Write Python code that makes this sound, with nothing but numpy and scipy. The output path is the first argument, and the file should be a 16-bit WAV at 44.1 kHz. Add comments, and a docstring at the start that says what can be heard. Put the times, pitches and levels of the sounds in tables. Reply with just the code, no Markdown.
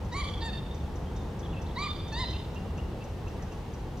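"""Nasal bird calls among trees

A bird gives two pairs of short, arched calls: a harmonic voice gliding through throat resonances.
A trunk throws back a clear echo and the foliage a ringing tail. Farther off, small birds tick,
pip and twitter over a few dull bumps, a steady low rumble and a soft outdoor hiss."""
import sys
import numpy as np
from scipy import signal
from scipy.fft import rfft, irfft
from scipy.io import wavfile
from scipy.ndimage import uniform_filter1d

SR = 44100
rng = np.random.default_rng(int(sys.argv[2]) if len(sys.argv) > 2 else 0)


def bounce(signal):
    """Save signal as a 16-bit WAV file at the path given by the first command-line argument."""
    frames = np.transpose(np.atleast_2d(signal))
    limited = np.clip(frames, -1, 1)
    pcm = np.round(limited * 32767).astype(np.int16)
    wavfile.write(sys.argv[1], SR, pcm)


N = 176400

# pitch contour, one list per call: t/s, f/Hz
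CALL_PITCH_HZ = [
    [(.117, 995), (.131, 940), (.152, 1092), (.175, 1145), (.198, 1172), (.211, 1150), (.223, 1071),
     (.236, 912)],
    [(.41, 874), (.424, 918), (.44, 905.3), (.457, 916), (.472, 916.3), (.483, 888), (.502, 837)],
    [(1.757, 1049), (1.768, 931), (1.79, 1119), (1.812, 1156), (1.838, 1202), (1.862, 1205), (1.873, 1110),
     (1.886, 850)],
    [(2.116, 923), (2.131, 865), (2.16, 921), (2.183, 969), (2.197, 1030), (2.213, 1041), (2.235, 988),
     (2.259, 821)],
]
# per call, all level/dB: base, overtones, top, tail, scratch, direct 3rd harmonic, reflected 3rd, echo
CALL_LEVELS_DB = [(-38.5, -1.5, 7.5, 3, -55, -3, 3.5, 1), (-39, 2, 0, 1, -46, 0, 3.5, -13),
                  (-37.5, 2, -1.5, 2, -52, -5, -3, 8), (-39, 2.5, -2, 0, -56, 3, -3.5, 4)]
# throat and beak resonances: f/Hz, level/dB
THROAT_DB = [(880, -5), (1170, 0), (1750, -8), (2100, -2), (2380, -3), (2700, -19.5), (3100, -18.5),
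             (3480, -20.5), (3660, -5.5), (4100, -8), (4700, -11), (5150, -12.5), (5500, -31.5),
             (6000, -23), (6400, -23), (7200, -16.5), (8100, -33), (9300, -22), (10300, -58)]
# colour of the calls' tail: f/Hz, level/dB
SCATTER_DB = [(900, -8.5), (1200, -5.5), (1800, -4.5), (2300, -10), (2800, -0.5), (3200, 13.5), (3500, 10),
              (3700, 0), (4100, 2), (4700, -4.5), (5300, -4), (6000, -3), (7200, -10.5), (9500, -5.5)]
# blurred echoes off tree clumps: delay/s, swell/dB
CLUMP_ECHOES = [(0.079, 0.5), (.18, 1)]


def calling_bird():
    """A harmonic voice opens with a scratch and glides through fixed resonances; the trees answer."""
    jitter, rasp_rad, flutter_db = .002, from_db(-27.5), 1.2
    top_from_hz, top_drop_db, tail_drop_db = 5400, 18, 2.5  # drops away from the crest
    dull_db_per_s, dull_last_s = 168, .035  # overtones die first
    direct, to_foliage, to_trunk = np.zeros((3, N))
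    for contour, levels in zip(CALL_PITCH_HZ, CALL_LEVELS_DB):
        base_db, overtone_db, top_db, tail_db, scratch_db, third_db, reflected_third_db, echo_db = levels
        times, hz = np.transpose(contour)
        start = times[0]
        t = np.arange(int((times[-1] - start) * SR)) / SR
        pitch = uniform_filter1d(np.interp(t + start, times, hz), size=300)
        pitch *= 1 + jitter * drift(len(t), rate_hz=120)
        phase = 2 * np.pi * np.cumsum(pitch) / SR + rasp_rad * drift(len(t), rate_hz=260)
        envelope = fade(t, attack_s=.018, release_s=.018)
        off_crest = 1 - np.sin(np.pi * (t / t[-1]) ** 1.32)
        opening_db = top_db - top_drop_db * off_crest
        dull_db = dull_db_per_s * np.maximum(t - t[-1] + dull_last_s, 0)
        ahead, around = 0, 0
        for k in range(1, 11):
            db = base_db + at_hz(THROAT_DB, k * pitch) + overtone_db * (k > 2) - dull_db * (k > 3)
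            db += opening_db * (k * pitch.mean() > top_from_hz)
            db += flutter_db * drift(len(t), rate_hz=50)
            partial = np.sqrt(2) * from_db(db) * np.sin(k * phase) * envelope
            ahead += partial * from_db(third_db * (k == 3))
            around += partial * from_db(reflected_third_db * (k == 3))
        scratch = from_db(scratch_db) * puff(length_s=.028, centre_hz=4200, width_hz=450)
        add(direct, start, ahead)
        add(direct, start - .006, scratch)
        add(to_foliage, start, around * from_db(tail_db - tail_drop_db * off_crest))
        add(to_trunk, start, around * from_db(echo_db))
    tail = foliage(to_foliage, SCATTER_DB, CLUMP_ECHOES, gap_s=.012)
    tail_flutter_db = 2.4 * drift(N, rate_hz=36)
    return direct + trunk_echo(to_trunk) + tail * from_db(tail_flutter_db)


def trunk_echo(x, delay_s=.056, centre_hz=3590, width_hz=270):
    """One trunk returns a clear, narrow-band copy."""
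    delayed = np.zeros(N)
    add(delayed, delay_s, x)
    return irfft(rfft(delayed) / (1 + 1j * (bins(N) - centre_hz) / width_hz) ** 2, N)


# foliage decay: f/Hz, t60/s
FOLIAGE_T60_S = [(1000, 0.37), (2200, 0.48), (3200, 1), (3650, 0.9), (4100, 0.45), (4700, 0.67),
                 (9000, 0.52)]


def foliage(x, colour=None, echoes=(), gap_s=0):
    """Dense stereo scatter, dying band by band and swelling at each blurred echo."""
    correlation, build_s, blur_s = .65, .026, .035
    t = np.arange(SR) / SR
    mid, side = rng.standard_normal((2, SR))
    white = rfft(np.sqrt((1 + correlation) / 2) * mid + np.sqrt((1 - correlation) / 2) * side * [[1], [-1]])
    swell_db = sum(db * np.exp(-.5 * ((t - delay_s) / blur_s) ** 2) for delay_s, db in echoes)
    build = 1 - np.exp(-np.maximum(t - gap_s, 0) / build_s)
    band_hz, band_t60_s = np.transpose(FOLIAGE_T60_S)
    response = np.zeros((2, SR))
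    for t60_s, one_band in zip(band_t60_s, np.eye(len(band_hz))):
        decay = from_db(swell_db - 60 * t / t60_s) * build
        band_gain = at_hz(np.c_[band_hz, one_band], bins(SR))
        response += irfft(white * band_gain) * decay / np.sqrt(np.sum(decay ** 2))
    size = N + SR
    colour_gain = 1 if colour is None else from_db(at_hz(colour, bins(size)))
    return irfft(rfft(x, size) * rfft(response, size) * colour_gain, size)[:, :N]


# one small bird's ticks: t/s, level/dB
TICK_NOTES = [(.046, -57.5), (.124, -52), (.295, -56), (.744, -53.5), (.956, -54), (1.162, -53),
              (1.391, -52), (1.616, -53), (1.785, -52), (2.08, -55.5), (2.125, -49), (2.302, -53),
              (2.545, -57), (2.775, -56.5), (3.039, -55), (3.28, -56), (3.422, -52.5), (3.52, -57),
              (3.736, -54), (3.972, -56)]
# other birds' pips and twitters: t/s, length/s, start f/Hz, end f/Hz, level/dB
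CHIRP_NOTES = [(1.063, 0.044, 3090, 3330, -62), (1.152, 0.041, 3610, 3700, -60),
               (1.192, 0.032, 3750, 3520, -60.5), (1.427, 0.014, 3220, 3560, -51),
               (1.446, 0.025, 3640, 3010, -52), (1.492, 0.035, 3300, 3530, -58),
               (1.526, 0.027, 2970, 2480, -53.5), (1.562, 0.035, 2620, 2696, -50.5),
               (1.661, 0.017, 3310, 4300, -54), (1.686, 0.015, 3920, 3000, -55),
               (1.707, 0.014, 3110, 4030, -54), (1.818, .036, 3600, 2740, -48.5),
               (2.332, 0.043, 2640, 2830, -50), (2.556, 0.031, 2710, 2827, -49),
               (2.776, 0.03, 2630, 2934, -51), (3.006, 0.033, 2600, 2725, -53.5),
               (3.268, 0.021, 2630, 2780, -52), (3.392, 0.055, 2020, 1640, -60),
               (3.455, 0.052, 1660, 1455, -63), (3.515, 0.021, 2690, 2810, -55.5),
               (3.519, 0.068, 1126, 1067, -55.5)]


def small_birds():
    """Distant rough, falling ticks and clearer chirps, blurred by the foliage."""
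    tick_fade_db, tick_wet_db, chirp_wet_db = 9.5, -3.5, -4.5
    ticks, chirps = np.zeros((2, N))
    for start, db in TICK_NOTES:
        tick = whistle(length_s=.0209, from_hz=6250, to_hz=5420, edge_s=.002, rough_rad=1.45)
        add(ticks, start, tick * from_db(db - np.linspace(0, tick_fade_db, len(tick))))
    for start, length_s, from_hz, to_hz, db in CHIRP_NOTES:
        add(chirps, start, from_db(db) * whistle(length_s, from_hz, to_hz, edge_s=.0054, rough_rad=.45))
    return ticks + chirps + foliage(from_db(tick_wet_db) * ticks + from_db(chirp_wet_db) * chirps)


def whistle(length_s, from_hz, to_hz, edge_s, rough_rad):
    """One gliding note with a shaky phase."""
    t = np.arange(int(length_s * SR)) / SR
    pitch = np.linspace(from_hz, to_hz, len(t))
    phase = 2 * np.pi * np.cumsum(pitch) / SR + rough_rad * drift(len(t), rate_hz=430)
    return np.sqrt(2) * np.sin(phase) * fade(t, edge_s, edge_s)


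# faint bumps: t/s, length/s, centre f/Hz, width/Hz, level/dB
BUMP_BURSTS = [(.385, 0.042, 402, 60, -45), (1.487, 0.027, 444, 92, -46), (2.235, 0.027, 680, 100, -46.5),
               (2.28, .03, 340, 70, -42), (2.653, 0.015, 535, 396, -39), (2.918, 0.1, 415, 202, -42.5),
               (3.04, 0.045, 445, 130, -48.5)]


def bumps():
    """Soft, dull bursts of low noise."""
    track = np.zeros(N)
    for start, length_s, centre_hz, width_hz, db in BUMP_BURSTS:
        add(track, start, from_db(db) * puff(length_s, centre_hz, width_hz))
    return track


# rumble and hiss spectra: f/Hz, relative density/dB
RUMBLE_SHAPE_DB = [(12, -39), (20, -23), (38, -2.5), (82, 0.5), (113, -6), (175, -8.5), (275, -16),
                   (295, -16), (323, -15.5), (489, -17), (597, -23.5), (872, -21), (1030, -26.5),
                   (1500, -34), (1950, -37.5), (3300, -120)]
HISS_SHAPE_DB = [(820, 2), (1400, -12.5), (2120, -5.5), (2400, -8), (2740, -6), (3530, -9), (6250, -16),
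                 (6990, -18.5), (10700, -25.5), (14800, -26.5), (15900, -33)]
# stereo width: f/Hz, side minus mid/dB
WIDTH_DB = [(60, -43), (120, -25), (240, -11), (480, -10.5), (950, -11.5), (1890, -3), (3770, -4),
            (7520, -6), (15000, 14)]
# balance: f/Hz, left minus right/dB
BALANCE_DB = [(60, 0.0), (150, 0), (380, 1.5), (950, 1.5), (2380, 0), (5980, 0), (15000, -0.5)]


def background(shape, mid_db, swell_db):
    """Steady, gently swelling noise, wider toward the treble."""
    hz = bins(N)
    in_band = (hz > shape[0][0]) & (hz < shape[-1][0])
    mid, side = rfft(rng.standard_normal((2, N))) * from_db(at_hz(shape, hz)) * in_band
    ears = np.array([[1], [-1]])
    spread = mid + ears * side * from_db(at_hz(WIDTH_DB, hz))
    pair = irfft(spread * from_db(ears * at_hz(BALANCE_DB, hz) / 2), N)
    return pair / irfft(mid, N).std() * from_db(mid_db + swell_db * drift(N, rate_hz=1.3))


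def puff(length_s, centre_hz, width_hz):
    """A short burst of band noise."""
    t = np.arange(int(length_s * SR)) / SR
    band = np.exp(-.5 * ((bins(SR) - centre_hz) / width_hz) ** 2)
    noise = irfft(rfft(rng.standard_normal(SR)) * band)
    return rms_one(noise[:len(t)]) * fade(t, length_s / 4, length_s / 2)


def drift(size, rate_hz):
    """Smooth random wander of spread 1."""
    total = SR * (1 + size // SR)
    spectrum = rfft(rng.standard_normal(total)) / (1 + (bins(total) / rate_hz) ** 2)
    return rms_one(irfft(spectrum, total))[:size]


def fade(t, attack_s, release_s):
    """Rounded rise, hold and fall."""
    rise = np.sin(np.pi / 2 * np.clip(t / attack_s, 0, 1))
    fall = np.sin(np.pi / 2 * np.clip((t[-1] - t) / release_s, 0, 1))
    return rise * fall


def from_db(db):
    """Decibels to gain."""
    return 10 ** (np.asarray(db) / 20)


def rms_one(x):
    """Scale to unit rms."""
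    return x / np.sqrt(np.mean(x ** 2) + 1e-20)


def at_hz(points, hz):
    """Read a table on a log-frequency axis."""
    f, value = np.transpose(points)
    return np.interp(np.log(np.maximum(hz, 1)), np.log(f), value)


def bins(size):
    """Frequencies of a real spectrum."""
    return np.fft.rfftfreq(size, 1 / SR)


def add(track, start_s, sound):
    """Mix a sound in at a time."""
    i = max(int(start_s * SR), 0)
    track[i:i + len(sound)] += sound[:N - i]


def scene():
    """The birds sit slightly right, so the left ear hears them later and softer."""
    pan_db, left_lag_s = 2, 38e-6
    left, right = calling_bird() + small_birds()
    left = irfft(rfft(left) * np.exp(-2j * np.pi * bins(N) * left_lag_s), N)
    birds = np.array([left * from_db(-pan_db / 2), right * from_db(pan_db / 2)])
    events = birds + bumps()
    rumble = background(RUMBLE_SHAPE_DB, mid_db=-35, swell_db=.6)
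    hiss = background(HISS_SHAPE_DB, mid_db=-57, swell_db=.32)
    return events + rumble + hiss


def record(dry):
    """Short fade-in, steep low-pass."""
    fade_in_s, stopband_hz = .003, 16400
    fade_in = np.minimum(np.arange(N) / SR / fade_in_s, 1)
    return signal.sosfilt(signal.cheby2(20, 60, stopband_hz, fs=SR, output="sos"), dry * fade_in)


dry = scene()
out = record(dry)
bounce(out)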